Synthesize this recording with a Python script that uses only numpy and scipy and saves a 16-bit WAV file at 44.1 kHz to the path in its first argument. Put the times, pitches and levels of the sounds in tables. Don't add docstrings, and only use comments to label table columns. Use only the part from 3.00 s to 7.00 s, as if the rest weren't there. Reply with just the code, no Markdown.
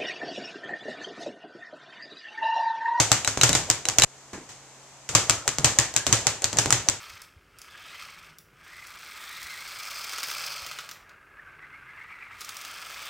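import sys
import numpy as np
from scipy import signal
from scipy.fft import rfft, irfft
from scipy.io import wavfile

SR = 44100
rng = np.random.default_rng(int(sys.argv[2]) if len(sys.argv) > 2 else 0)


def master_out(mix):
    frames = np.transpose(np.atleast_2d(mix))
    ceiling = np.clip(frames, -1, 1)
    pcm = np.round(ceiling * 32767).astype(np.int16)
    wavfile.write(sys.argv[1], SR, pcm)


N = 176400

# t/s, slap level/dB, weight of blow/dB, knock f/Hz, knock level/dB
BOARD_IMPACTS = [(.001, 1, -18, 850, 21), (0.117, 15, -18, 1300, 22.5), (0.2761, 1.5, -24.5, 1500, 12.5),
                 (.434, 12, -16, 1360, 18), (.5511, 2, -20.5, 840, 11), (.701, 11.5, -23, 1840, 2),
                 (.887, 6, -27.5, 770, 13), (0.9854, 16, -20.5, 690, 18.5), (1.036, 7.5, -17, 2970, 12),
                 (2.1508, 8.5, -16.5, 1160, 22), (2.2969, 12, -21.5, 1310, 18.5),
                 (2.4783, 8, -26.5, 1300, 15.5), (2.6452, 11.5, -17, 1170, 13),
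                 (2.7876, 13.5, -20, 1800, 20), (2.964, 9, -27, 2560, 3), (3.127, 7.5, -18.5, 1130, 0),
                 (3.269, 6.5, -22.5, 780, 17.5), (3.443, 4.5, -27, 4370, 14), (3.5866, 6.5, -20.5, 700, 1),
                 (3.706, 6, -30, 1310, 14), (3.7255, 8, -20.5, 1840, 15.5), (3.887, 11, -26, 7000, 3)]
# t/s, slap level/dB, clatter level/dB, shudder level/dB, dent level/dB
FIST_IMPACTS = [(0.3743, -16, -33, -24.5, -4.5), (.493, 1, -27, -19.5, -7), (2.09, -24, -31, -33, -17),
                (2.585, -2.5, -33.5, -23, -8.5), (3.067, 4, -25.5, -21.5, -13), (3.5299, -8, -37, -25, -13),
                (3.659, -5, -34, -22.5, -6)]
# t/s, click level/dB, ring level/dB
SWIVEL_CLACKS = [(0.2475, -4.5, -26), (0.4131, 5.5, -16.5), (0.5304, 0, -23), (0.8542, -6, -28.5),
                 (1.021, 7, -14), (2.94, -11, -54), (2.981, -6, -48), (3.421, -9, -58), (3.571, -4, -58)]
# t/s, level/dB, f/Hz
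SWIVEL_CHAFES = [(2.326, -46, 1330), (2.944, -41, 1660)]
# t/s, dull level/dB, bright level/dB
SOFT_BUMPS = [(1.332, -33.5, -42.5), (1.491, -60, -43)]
# f/Hz, level/dB, T60/s
BOARD_MODES = [(88.8, -23, 0.35), (303.3, -9, 0.11), (568.4, -13, 0.19), (809, -19.5, 0.35)]
SWIVEL_MODES = [(2960, 5, 0.009), (3946, -1, 0.079), (4120, -5, .028)]
# f/Hz, relative level/dB
SLAP_SPECTRUM = [(60, 0.5), (300, -2), (1200, 2.5), (15000, -3)]
CRINKLE_SPECTRUM = [(1500, -18), (6000, -2)]
RATTLE_SPECTRUM = [(30, -22), (70, -43), (180, -16), (300, 9), (420, 4.5), (5000, 2), (15000, -3.5)]
SWISH_SPECTRUM = [(150, -21), (500, 3), (750, 3), (1200, -12.5), (3000, -21.5)]
SHUDDER_SPECTRUM = [(25, -19.5), (100, -1.5), (170, -3), (400, -11), (700, -13), (2000, -27), (6000, -53)]
BUMP_SPECTRUM = [(40, -16), (280, -0.5), (600, -10.5), (2200, -18.5), (4000, -61)]
ROOM_SPECTRUM = [(25, -7), (120, 12.5), (190, 3), (300, 5.5), (3000, 3), (15000, -3)]
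AIR_SPECTRUM = [(25, -15), (60, -15), (140, -8.5), (500, -6.5), (800, -6), (1500, -12), (3500, -17),
                (7000, -19.5), (14000, -21)]
# f/Hz, T60/s
RATTLE_DECAY = [(100, 0.066), (8000, 0.039)]
ROOM_DECAY = [(100, 0.5), (1200, 0.41), (7000, 0.35), (14000, 0.31)]
# delay/s, level/dB
REFLECTIONS = [(.0031, -18), (.012, -11)]
# f/Hz, correlation coefficient
COHERENCE = [(300, 0.99), (1000, 0.91), (2000, 0.75), (4000, 0.079), (8000, 0.016)]
# f/Hz, gain/dB
LEFT_RESPONSE = [(30, -2), (200, -3.5), (4000, 1.5), (6000, 5.5), (7000, 11.5), (7600, 13), (8300, 6),
                 (10000, -3.5), (14000, -12)]
RIGHT_RESPONSE = [(30, 4), (200, -3), (4000, 2), (5500, 5.5), (6300, 12), (7000, 7), (8000, -2.5),
                  (10000, -15), (14000, -17.5)]

CUT_S = 1.0485
LEAD_S, FLEX_S = 0.0021, 0.0037 - 0.0009
SLAP_T60_S, CRINKLE_DB = 0.003, -1
THUMP_HZ, THUMP_T60_S, THUMP_DB = 104.9, 0.16, 7
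THUMP_GROWTH = 1.298
SAG_SHARE, SAG_S = 0.22, 0.037
KNOCK_Q, KNOCK_ROOM_DB = 9.2, -36.5
RATTLE_DB, ROOM_DB, ROOM_RISE_S = 5.5, -2, 0.0037
SWISH_DB, SWISH_S = -36.5, 0.028
DENT_S, DENT_RISE_S, SHUDDER_T60_S = 0.00068, 0.00006, 0.48
CLACK_CLATTER_DB, CHAFE_S, CHAFE_Q = -29.5, 0.13, 18
LEVEL_SCATTER_DB, PITCH_SCATTER, THUMP_SCATTER = 1.6, 0.01, 0.035
AIR_DB, HUM_HZ, HUM_DB = -51, 134, -60
LOW_CUT_HZ, TOP_HZ, CEILING = 27, 15000, 0.93
AGE = np.arange(int(0.7 * SR)) / SR


def rebounds():
    out = np.zeros((2, N))
    for s, slap_db, weight_db, knock_hz, knock_db in BOARD_IMPACTS:
        add(out, s - SWISH_S, swish())
        add(out, s - LEAD_S, amp(THUMP_DB + THUMP_GROWTH * weight_db) * thump())
        add(out, s, amp(slap_db) * slap() + amp(weight_db) * clatter() + amp(knock_db) * knock(knock_hz))
    return out


def slap(size=2048):
    def burst(spectrum):
        x = noise(spectrum, size) * fade(SLAP_T60_S)[:size]
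        return x / np.linalg.norm(x[0])
    out = np.zeros((2, len(AGE)))
    pulse = filtered(signal.unit_impulse(size), SLAP_SPECTRUM)
    out[:, :size] = pulse + amp(CRINKLE_DB) * burst(CRINKLE_SPECTRUM)
    for delay, db in REFLECTIONS:
        lag = int(delay * SR * rng.uniform(0.93, 1.07))
        out[:, lag:lag + size] += amp(db) * burst(SLAP_SPECTRUM)
    return out


def thump():
    settled_hz = THUMP_HZ * (1 + THUMP_SCATTER * rng.standard_normal())
    hz = settled_hz * (1 + SAG_SHARE * np.exp(-AGE / SAG_S))
    thud = np.sin(2 * np.pi * np.cumsum(hz) / SR) * fade(THUMP_T60_S)
    return -(thud + ring(BOARD_MODES)) * rise(FLEX_S)


def knock(hz):
    drive = signal.unit_impulse(len(AGE)) + amp(KNOCK_ROOM_DB) * clatter()
    return resonator(drive, hz, KNOCK_Q)


def clatter():
    rattle = damped(noise(RATTLE_SPECTRUM), RATTLE_DECAY)
    room = damped(noise(ROOM_SPECTRUM), ROOM_DECAY) * rise(ROOM_RISE_S)
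    return amp(RATTLE_DB) * rattle + amp(ROOM_DB) * room


def swish():
    return amp(SWISH_DB) * noise(SWISH_SPECTRUM) * np.sqrt(AGE / SWISH_S) * (AGE < SWISH_S)


def punches():
    out = np.zeros((2, N))
    dent = (AGE / DENT_S - 1) * np.exp(-AGE / DENT_S) * rise(DENT_RISE_S)
    for s, slap_db, clatter_db, shudder_db, dent_db in FIST_IMPACTS:
        rumble = noise(SHUDDER_SPECTRUM) * fade(SHUDDER_T60_S) * rise(FLEX_S)
        shudder = (rumble + thump()) / 2
        contact = amp(slap_db) * slap() + amp(dent_db) * dent
        add(out, s, contact + amp(clatter_db) * clatter() + amp(shudder_db) * shudder)
    return out


def swivel():
    out = np.zeros((2, N))
    for s, click_db, ring_db in SWIVEL_CLACKS:
        clink = np.array([ring(SWIVEL_MODES), ring(SWIVEL_MODES)])
        click = slap() + amp(CLACK_CLATTER_DB) * clatter()
        add(out, s, amp(click_db) * click + amp(ring_db) * clink)
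    swell = np.sin(np.pi * np.minimum(AGE / CHAFE_S, 1))
    for s, db, hz in SWIVEL_CHAFES:
        chafe = unit_rms(resonator(noise(ROOM_SPECTRUM), hz, CHAFE_Q))
        add(out, s, amp(db) * chafe * swell)
    return out


def workshop():
    hum = np.sqrt(2) * np.sin(2 * np.pi * HUM_HZ * np.arange(N) / SR)
    out = amp(AIR_DB) * noise(AIR_SPECTRUM, N) + amp(HUM_DB) * hum
    for s, dull_db, bright_db in SOFT_BUMPS:
        dull = noise(BUMP_SPECTRUM) * fade(t60=0.35)
        bright = damped(noise(ROOM_SPECTRUM), ROOM_DECAY)
        add(out, s, amp(dull_db) * dull + amp(bright_db) * bright)
    return out


def ring(modes):
    out = np.zeros(len(AGE))
    for hz, db, t60 in modes:
        db += LEVEL_SCATTER_DB * rng.standard_normal()
        hz *= 1 + PITCH_SCATTER * rng.standard_normal()
        out += amp(db) * fade(t60) * np.sin(2 * np.pi * hz * AGE)
    return out


def resonator(x, hz, q):
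    return signal.lfilter(*signal.iirpeak(hz, q, fs=SR), x)


def noise(spectrum, size=len(AGE)):
    hz = np.fft.rfftfreq(size, 1 / SR)
    angle = np.arccos(np.clip(curve(COHERENCE, hz), -1, 1)) / 2
    shaped = rfft(rng.standard_normal((2, size))) * amp(curve(spectrum, hz))
    mid, side = irfft(shaped * [np.cos(angle), np.sin(angle)], size)
    return unit_rms(np.array([mid + side, mid - side]))


def damped(x, decays):
    hz, t, bands = signal.stft(x, SR, nperseg=256)
    envelopes = np.exp(-np.log(1000) * t / curve(decays, hz)[:, None])
    return signal.istft(bands * envelopes, SR, nperseg=256)[1][:, :len(AGE)]


def filtered(x, gains, size=4096):
    cepstrum = irfft(np.log(amp(curve(gains, np.fft.rfftfreq(size, 1 / SR)))))
    cepstrum[1:size // 2] *= 2
    cepstrum[size // 2 + 1:] = 0
    response = irfft(np.exp(rfft(cepstrum)))[:size // 2]
    return signal.fftconvolve(x, response)[:len(x)]


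def fade(t60):
    return np.exp(-np.log(1000) * AGE / t60)


def rise(seconds):
    return 1 - np.exp(-AGE / seconds)


def curve(points, hz):
    f, values = np.transpose(points)
    return np.interp(np.log(hz + 1), np.log(f + 1), values)


def amp(db):
    return 10 ** (np.asarray(db) / 20)


def unit_rms(x):
    return x / np.sqrt(np.mean(x ** 2) + 1e-20)


def add(track, s, sound):
    start = max(round(s * SR), 0)
    end = min(start + sound.shape[-1], round(CUT_S * SR) if s < CUT_S else N)
    if end > start:
        track[:, start:end] += sound[..., :end - start]


def scene():
    return rebounds() + punches() + swivel() + workshop()


def record(dry):
    ported = np.array([filtered(dry[0], LEFT_RESPONSE), filtered(dry[1], RIGHT_RESPONSE)])
    ported = signal.sosfilt(signal.butter(2, LOW_CUT_HZ, "highpass", fs=SR, output="sos"), ported)
    saturated = ported / (1 + np.abs(ported / CEILING) ** 6) ** (1 / 6)
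    return signal.sosfiltfilt(signal.butter(12, TOP_HZ, fs=SR, output="sos"), saturated)


dry = scene()
out = record(dry)
master_out(out)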